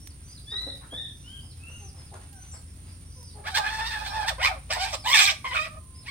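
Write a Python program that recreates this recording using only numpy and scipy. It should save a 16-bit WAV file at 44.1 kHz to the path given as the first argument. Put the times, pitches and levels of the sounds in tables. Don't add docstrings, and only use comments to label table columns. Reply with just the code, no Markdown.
import sys
import numpy as np
from scipy import signal
from scipy.fft import rfft, irfft, next_fast_len
from scipy.io import wavfile
from scipy.ndimage import uniform_filter1d

SR = 44100
rng = np.random.default_rng(int(sys.argv[2]) if len(sys.argv) > 2 else 0)


def file_out(sig):
    cols = np.atleast_2d(sig).T
    lim = np.clip(cols, -1, 1)
    pcm = np.round(lim * 32767).astype(np.int16)
    wavfile.write(sys.argv[1], SR, pcm)


N = 269010
TIME = np.arange(N) / SR

# (frequency [Hz], level [dB])
RUMBLE_COLOUR = [(20, -1.5), (40, -17), (60, 1.5), (80, 0.5), (120, -3.5), (200, -14.5), (270, -16),
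                 (400, -26.5), (800, -39.5), (1600, -45), (3200, -40.5), (6500, -41), (11000, -52.5),
                 (16000, -44.5)]
# (time [s], low hum level [dB], high hum level [dB])
ENGINE_LEVELS = [(0, -57, -64), (.9, -48, -48.5), (2, -55, -46), (3.3, -48.5, -46), (4.1, -40, -48),
                 (4.85, -43, -44), (5.4, -59, -56.5), (6.1, -65, -56)]
# (frequency [Hz], level [dB])
INSECT_COLOUR = [(7000, -40), (8200, -19.5), (8800, -10.5), (9300, -4.5), (9700, -13.5), (10300, -25.5),
                 (11500, -34.5)]
# (start [s], length [s], top pitch [Hz], level [dB])
CHICK_PEEPS = [(0, .12, 5750, -61.5), (.23, 0.12, 6170, -60.5), (.27, 0.12, 4950, -59.5),
               (.49, 0.11, 5150, -60.5), (1.08, 0.24, 6080, -68.5), (1.4, 0.13, 5150, -62.5),
               (1.69, .22, 6350, -57.5), (1.95, .16, 5340, -65), (2.34, 0.24, 6170, -60),
               (3.05, 0.3, 6060, -64), (3.1, 0.22, 5300, -62.5), (4.06, 0.13, 5480, -53.5),
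               (4.95, 0.1, 5240, -55), (5.94, 0.1, 5270, -63)]
# (time [s], level [dB])
PECK_HITS = [(0.073, -36.5), (0.285, -50), (2.787, -58), (3.229, -44.5)]
# (start [s], length [s], top pitch [Hz], level [dB])
WHISTLE_NOTES = [(.46, .35, 1994, -40), (.9, 0.25, 1863, -40.5), (1.23, 0.25, 1609, -50),
                 (1.58, .33, 1430, -56)]
# (start [s], length [s], pitch [Hz], throat ring [Hz], roughness [0-1], level [dB])
HEN_CLUCKS = [(0.517, 0.035, 427, 1300, 0.39, -48), (0.663, 0.027, 276.5, 550, 0.34, -42.5),
              (0.808, 0.047, 291, 1170, 0.73, -54.5), (0.921, 0.02, 277.5, 576, 0.54, -43),
              (1.799, 0.086, 399, 860, 0.08, -58.5), (2.114, 0.048, 385.7, 790, 0.62, -52.5),
              (2.32, .08, 776, 1330, 0, -59.5), (2.533, 0.019, 340, 1420, .3, -58),
              (3.154, 0.083, 498, 990, 0, -62.5), (3.345, 0.075, 417, 750, 0.48, -51.5)]
# (start [s], length [s], level [dB])
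WING_BEATS = [(0.599, 0.07, -60.5), (1.431, 0.037, -63), (1.68, 0.069, -62), (1.942, 0.093, -64),
              (2.135, 0.041, -51.5), (2.533, 0.048, -56.5)]
# (frequency [Hz], level [dB])
FEATHER_COLOUR = [(150, -33), (500, 13), (1300, 8), (3000, -5.5), (8000, -5), (16000, -28)]
# (start [s], length [s], middle pitch [Hz], level [dB])
SQUEAK_NOTE = [(2.515, .045, 7700, -48.5)]
# (time [s], pitch [Hz], roughness [0-1], low band level [dB], open-beak lift [dB])
CROW_PARTS = [
    [(3.445, 552.5, 0.2, -48.5, -4), (3.478, 901, 0.5, -41, 8.5), (3.505, 791, 0.42, -42.5, -9),
     (3.54, 747, 0.04, -40.5, -3)],
    [(3.549, 791.4, .36, -36.5, 5), (3.576, 891, 0.75, -34.5, 4), (3.605, 787.6, .17, -31.5, -15.5),
     (3.668, 854, 0.4, -38, 3.5), (3.76, 859.7, 0.37, -40, -0.5), (3.885, 905, .33, -39, 4.5),
     (3.96, 857, 0.43, -41.5, -1), (4.11, 835, .4, -44, -1), (4.165, 860, 0.38, -30.5, -8.5),
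     (4.258, 810, 0.34, -34.5, -7), (4.285, 896, 0.35, -31.5, 9.5), (4.322, 532, 0.08, -44, -20)],
]
# (frequency [Hz], level [dB])
CROW_COLOUR = [(300, -38), (600, 6.5), (850, 0.5), (1250, 14), (1700, 7.5), (2200, 8), (2650, 0),
               (2950, -2.5), (3600, 2), (5700, -4.5), (6700, -16), (8200, -7.5), (10700, -24.5),
               (13000, -21), (16000, -21)]
# (time [s], pitch [Hz], roughness [0-1], low band level [dB], open-beak lift [dB])
SQUAWK_CALLS = [
    [(4.384, 518, 0.41, -42, -7), (4.405, 703, 0.37, -34, -3), (4.448, 1140, .55, -27.5, 8.5),
     (4.472, 1124, 0.62, -35.5, 11.5), (4.49, 796, 0.63, -33.5, -7.5), (4.58, 518, 0.53, -48, -19)],
    [(4.697, 624, 0.86, -43.5, -11), (4.707, 754, 0.86, -29.5, -4.5), (4.73, 956.6, 0.61, -36.5, 4.5),
     (4.775, 749.4, 0.68, -34.5, -8.5), (4.825, 753.7, 0.33, -29.5, -2.5), (4.885, 902, 0.86, -38, -5),
     (4.915, 788, 0.67, -43, -3.5), (4.945, 611, 0.9, -35, -3), (4.962, 550, 0.7, -54, -6)],
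    [(5.447, 1070, 0.52, -33.5, 0), (5.485, 1022, 0.38, -39, 5.5), (5.52, 1008, 0.35, -39.5, 6.5),
     (5.55, 1164, 0.84, -37, 8.5), (5.594, 1265, 0.12, -39, 14.5), (5.628, 1287, .12, -38.5, 7.5),
     (5.668, 1224, 0.7, -37, -4.5), (5.69, 1224, 0.23, -54.5, 0), (5.78, 1217, 0.47, -44, -19)],
    [(6.04, 687, .6, -58, -13), (6.065, 950, 0.55, -60, 17.5), (6.095, 1155, 0.2, -57, 18)],
]
# (treble rasp [dB], half-pitch share at start [0-1], share at end [0-1])
SQUAWK_RASPS = [(-11.5, 0.11, 0.34), (0, 0.3, 0.27), (-14, 0.09, 1), (-11, 0.5, .1)]
# (frequency [Hz], level [dB])
SQUAWK_COLOUR = [(300, -29.5), (600, -2), (830, 0.5), (1000, -1), (1200, 2), (1420, 0), (1700, -3.5),
                 (2050, 1.5), (2300, 5.5), (2900, -5.5), (3500, -2), (5500, -3.5), (6700, -17),
                 (8000, -6.5), (10700, -23), (16000, -20)]
# (time [s], pitch [Hz], roughness [0-1], low band level [dB], open-beak lift [dB])
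SCREAM_CALL = [(5.048, 778, 0.57, -32.5, -5), (5.066, 975.6, 0.43, -26.5, 1),
               (5.105, 1016, 0.45, -26.5, 1.5), (5.128, 1131, 0.81, -30.5, 8.5),
               (5.15, 830, 0.93, -28.5, 11.5), (5.19, 809.6, 0.79, -34, 14), (5.3, 767, 0.71, -34.5, 9.5),
               (5.328, 593, .55, -38.5, -6)]
# (frequency [Hz], level [dB])
SCREAM_COLOUR = [(300, -44), (600, 0.5), (820, -3), (980, -0.5), (1200, 8), (1400, -8), (1620, -7.5),
                 (1880, -3), (2240, 6), (3000, -6.5), (3500, 3.5), (4200, -3), (5900, -3.5), (6400, -11.5),
                 (8000, -5), (10700, -25), (13000, -17.5), (16000, -14)]
# (start [s], length [s], pitch [Hz], level [dB])
SQUAWK_TAIL = [(5.76, 0.35, 1038, -75.5)]
# (frequency [Hz], left minus right [dB])
NEAR_BALANCE = [(300, 0), (750, 3), (1250, -4), (2300, 0.5), (4400, -6.5), (8000, -7), (15000, -10)]


def undb(db):
    return 10 ** (np.asarray(db) / 20)


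def unit(x):
    return x / np.sqrt(np.mean(x ** 2) + 1e-18)


def colour(x, points):
    hz, db = np.transpose(points)
    size = next_fast_len(x.shape[-1] + 2048)
    f = np.arange(size // 2 + 1) * SR / size
    gain = undb(np.interp(np.log(f + 1), np.log(hz), db))
    return irfft(rfft(x, size) * gain, size)[..., :x.shape[-1]]


def band(x, low_hz, high_hz, order=4):
    edges = [low_hz, min(high_hz, .48 * SR)]
    return signal.sosfilt(signal.butter(order, edges, "band", fs=SR, output="sos"), x)


def wander(size, rate):
    goals = rng.standard_normal(8192)
    return np.interp(np.arange(size) / SR * rate, np.arange(len(goals)), goals)


def add(track, start, x):
    i = max(0, int(start * SR))
    track[i:i + len(x)] += x[:max(0, N - i)]


def rumble():
    shared, side = colour(rng.standard_normal((2, N)), RUMBLE_COLOUR)
    side = colour(side, [(100, -20), (250, -14.5), (800, 0), (2000, 0.5)])
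    return unit(np.array([shared + side, shared - side])) * undb(-46 + wander(N, 4.88) / 2)


def engine(hums_hz=(55.8, 84.1)):
    times, *levels = np.transpose(ENGINE_LEVELS)
    out = 0
    for hz, db in zip(hums_hz, levels):
        phase = 2 * np.pi * np.cumsum(hz * (1 + 0.0261 * wander(N, 7.9))) / SR
        level_db = np.interp(TIME, times, db) - 3 + 2 * wander(N, 14)
        out += np.sqrt(2) * np.sin(phase) * undb(level_db)
    return out


def insects():
    hiss = unit(colour(rng.standard_normal((2, N)), INSECT_COLOUR))
    return hiss * undb(-56 + 2 * wander(N, 300) + wander(N, 7.7) / 2) * undb([[-4], [4]])


def rustling():
    stir = np.minimum(wander(N, 9.4) + wander(N, 60) / 2, 2)
    return unit(band(rng.standard_normal(N), 320, 5700, order=1)) * undb(-68 + 4 * stir)


def bird_notes(rows, harmonics_db, scoop, drop, flicker_db,
               crest=.5, climb=2, droop=2, waver=.0075, quaver=0, swell=1, fade=1):
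    out = np.zeros(N)
    for start, length, crest_hz, db in rows:
        u = np.linspace(0, 1, max(64, int(length * SR)))
        rise = np.clip(1 - u / crest, 0, 1)
        fall = np.clip((u - crest) / (1 - crest), 0, 1)
        hz = crest_hz * (1 - scoop * rise ** climb - drop * fall ** droop)
        fray = quaver * u * np.tanh(np.maximum(wander(len(u), 330), 0))
        phase = 2 * np.pi * np.cumsum(hz * (1 + waver * wander(len(u), 180.3) - fray)) / SR
        tone = sum(undb(h) * np.sin(k * phase) for k, h in enumerate(harmonics_db, 1))
        loudness = u ** swell * (1 - u) ** fade
        level_db = db + flicker_db * wander(len(u), 118.6)
        add(out, start, unit(tone) * loudness / loudness.max() * undb(level_db))
    return out


def peeps():
    return bird_notes(CHICK_PEEPS, [0, -28], scoop=.11, drop=.33, flicker_db=4,
                      crest=.42, droop=4, waver=.005, quaver=.045, swell=.35, fade=.25)


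def far_chicks(count=24):
    notes = rng.uniform((0, .1, 4600), (N / SR, .2, 5900), (count, 3))
    rows = [(start, length, hz, -69) for start, length, hz in notes]
    return bird_notes(rows, [0], scoop=.08, drop=.25, flicker_db=3, waver=.012)


def scratching(peck_fade_s=.0032, crunch_fade_s=.014, crunches=70):
    out, t = np.zeros(N), np.arange(2048) / SR
    for start, db in PECK_HITS:
        add(out, start, rng.standard_normal(len(t)) * np.exp(-t / peck_fade_s) * undb(db - 4))
    for when, softness in rng.random((crunches, 2)):
        crunch = rng.standard_normal(len(t)) * np.exp(-t / crunch_fade_s)
        add(out, when * N / SR, crunch * undb(-67 - 4 * np.log(softness + 0.0068)))
    return band(out, 980, 15000, order=1)


def whistles():
    return bird_notes(WHISTLE_NOTES, [-15.5, 1, -29, -31], scoop=.16, drop=.05, flicker_db=3.5,
                      crest=.44, climb=1.6, quaver=.13, swell=1.26, fade=2)


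def voice_box(hz, rough, half, jitter, flutter, slope, breath):
    size = len(hz)
    unsteady = rough * (jitter * wander(size, 900) + flutter * wander(size, 140))
    phase = 2 * np.pi * np.cumsum(hz * (1 + unsteady)) / SR
    tone = np.zeros(size)
    for k in range(1, 17):
        overtones = np.sin(k * phase) + half * np.sin((k - .5) * phase)
        shape = undb(7 * np.sqrt(np.abs(rough)) * wander(size, 170) * min(k / 3, 1))
        tone += overtones * shape * k ** -slope * (k * hz < SR / 2)
    hiss = rng.standard_normal(size) * (1 + np.cos(phase))
    return (tone + breath * rough * hiss) * undb(5 * rough * wander(size, 350))


def clucks(pitch_sag=.12):
    out = np.zeros(N)
    for start, length, hz, throat_hz, rough, db in HEN_CLUCKS:
        u = np.linspace(0, 1, int(length * SR))
        pitch = hz * (1 + pitch_sag * (.5 - u))
        buzz = voice_box(pitch, rough, half=0, jitter=.074, flutter=.108, slope=2.22, breath=1.7)
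        throat = band(buzz, throat_hz * .74, throat_hz * 1.27, order=2)
        beak = undb(-14) * band(buzz, 450, 1700, order=3)
        add(out, start, unit((throat + beak) * u ** .52 * (1 - u) ** .28) * undb(db))
    return out


def wings():
    out = np.zeros(N)
    for start, length, db in WING_BEATS:
        u = np.linspace(0, 1, int(length * SR))
        puff = unit(colour(rng.standard_normal(len(u)), FEATHER_COLOUR)) * np.sin(np.pi * np.sqrt(u))
        add(out, start, puff * undb(db + 3 * wander(len(u), 215)))
    return out


def squeak():
    return bird_notes(SQUEAK_NOTE, [0], scoop=.106, drop=-.13, flicker_db=2,
                      crest=.42, droop=4, waver=.005, quaver=.045, swell=.35, fade=.25)


def cry(rows, throat, rasp_db, half_start, half_end, edge_s, gain_db, **voice_settings):
    times, *columns = np.transpose(rows)
    t = np.arange(times[0] - edge_s, times[-1] + edge_s, 1 / SR)
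    hz, rough, db, beak_db = (np.interp(t, times, column) for column in columns)
    trembles_per_s = 40
    hz = hz * (1 + .016 * wander(len(t), trembles_per_s))
    half = np.linspace(half_start, half_end, len(t))
    treble_db = beak_db + rasp_db + 5.5 * (rough - .41)
    buzz = colour(voice_box(hz, rough, half, **voice_settings), throat)
    voice = 0
    for low_hz, high_hz, lift_db in ((380, 1255, 0), (1378, 3220, beak_db), (3370, 16100, treble_db)):
        part = band(buzz, low_hz, high_hz)
        strength = np.sqrt(np.abs(uniform_filter1d(part ** 2, size=900)) + 1e-12)
        tremble_db = 3.5 * wander(len(t), trembles_per_s)
        voice += part / strength * undb(db + lift_db + gain_db + tremble_db)
    soft_edges = np.clip(np.minimum(t - t[0], t[-1] - t) / edge_s, 0, 1)
    out = np.zeros(N)
    add(out, t[0], voice * soft_edges)
    return out


def crow():
    return sum(cry(rows, CROW_COLOUR, rasp_db=-2.5, half_start=.27, half_end=.12, edge_s=.008,
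                   gain_db=-1, jitter=.09, flutter=.075, slope=1.26, breath=.9) for rows in CROW_PARTS)


def squawks():
    return sum(cry(rows, SQUAWK_COLOUR, *rasp, edge_s=.0046, gain_db=-2.5,
                   jitter=.1133, flutter=.12, slope=.58, breath=.67)
               for rows, rasp in zip(SQUAWK_CALLS, SQUAWK_RASPS))


def scream():
    return cry(SCREAM_CALL, SCREAM_COLOUR, rasp_db=-4, half_start=.051, half_end=.62, edge_s=.0099,
               gain_db=-3, jitter=.0793, flutter=.0592, slope=.26, breath=1)


def squawk_tail():
    return bird_notes(SQUAWK_TAIL, [0, -14], scoop=0, drop=0, flicker_db=7, swell=.2, fade=.23)


def echoes(x, level_db, early_s, ring_s, tail_db, treble_db):
    t = np.arange(SR * 3 // 4) / SR
    early = rng.standard_normal((2, len(t))) * (rng.random(len(t)) < .02) * np.exp(-t / early_s)
    tail = rng.standard_normal((2, len(t))) * undb(-60 * t / ring_s)
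    room = (unit(early) + undb(tail_db) * unit(tail)) * np.clip(t / .0044 - 1, 0, 1)
    room_colour = [(300, -.64), (1000, .12), (3500, -.63), (12000, treble_db)]
    room = colour(unit(room) / np.sqrt(len(t)), room_colour)
    return undb(level_db) * signal.fftconvolve(x[None], room, axes=1)[:, :N]


def place(x, left_lag_ms, pan_db):
    delay = np.exp(-2j * np.pi * np.arange(N // 2 + 1) / N * SR * left_lag_ms / 1000)
    return np.array([irfft(rfft(x) * delay, N) * undb(pan_db / 2), x * undb(-pan_db / 2)])


def scene():
    rooster = crow() + squawks() + scream()
    near = place(rooster, left_lag_ms=.09, pan_db=.5)
    near += echoes(rooster, level_db=0, early_s=.0067, ring_s=.27, tail_db=-14, treble_db=2)
    near += place(scratching(), left_lag_ms=.03, pan_db=-9.5)
    near = np.array([colour(side, [(hz, sign * db / 2) for hz, db in NEAR_BALANCE])
                     for side, sign in zip(near, (1, -1))])
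    soft = peeps() + squeak() + whistles() + squawk_tail() + far_chicks() + wings() + rustling()
    roomy = place(soft, left_lag_ms=-.039, pan_db=1.5)
    roomy += echoes(soft, level_db=.5, early_s=.029, ring_s=.46, tail_db=-5, treble_db=-6)
    clucking = clucks()
    hens = place(clucking, left_lag_ms=0, pan_db=3.5)
    hens += echoes(clucking, level_db=0, early_s=.023, ring_s=.53, tail_db=0, treble_db=-3)
    background = (rumble() + engine()) * undb([[.5], [-.5]]) + insects()
    return near + undb(2.5) * roomy + hens + background


def record(dry, ring_hz=1407, width_hz=360, bass_hz=28, top_hz=15950):
    left, right = dry
    left = left - 2 * band(left, ring_hz - width_hz / 2, ring_hz + width_hz / 2, order=1)
    both = signal.sosfilt(signal.butter(2, bass_hz, "high", fs=SR, output="sos"), [left, right])
    both = .85 * np.tanh(both / .85)
    return signal.sosfilt(signal.ellip(12, .1, 80, top_hz, fs=SR, output="sos"), both)


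dry = scene()
out = record(dry)
file_out(out)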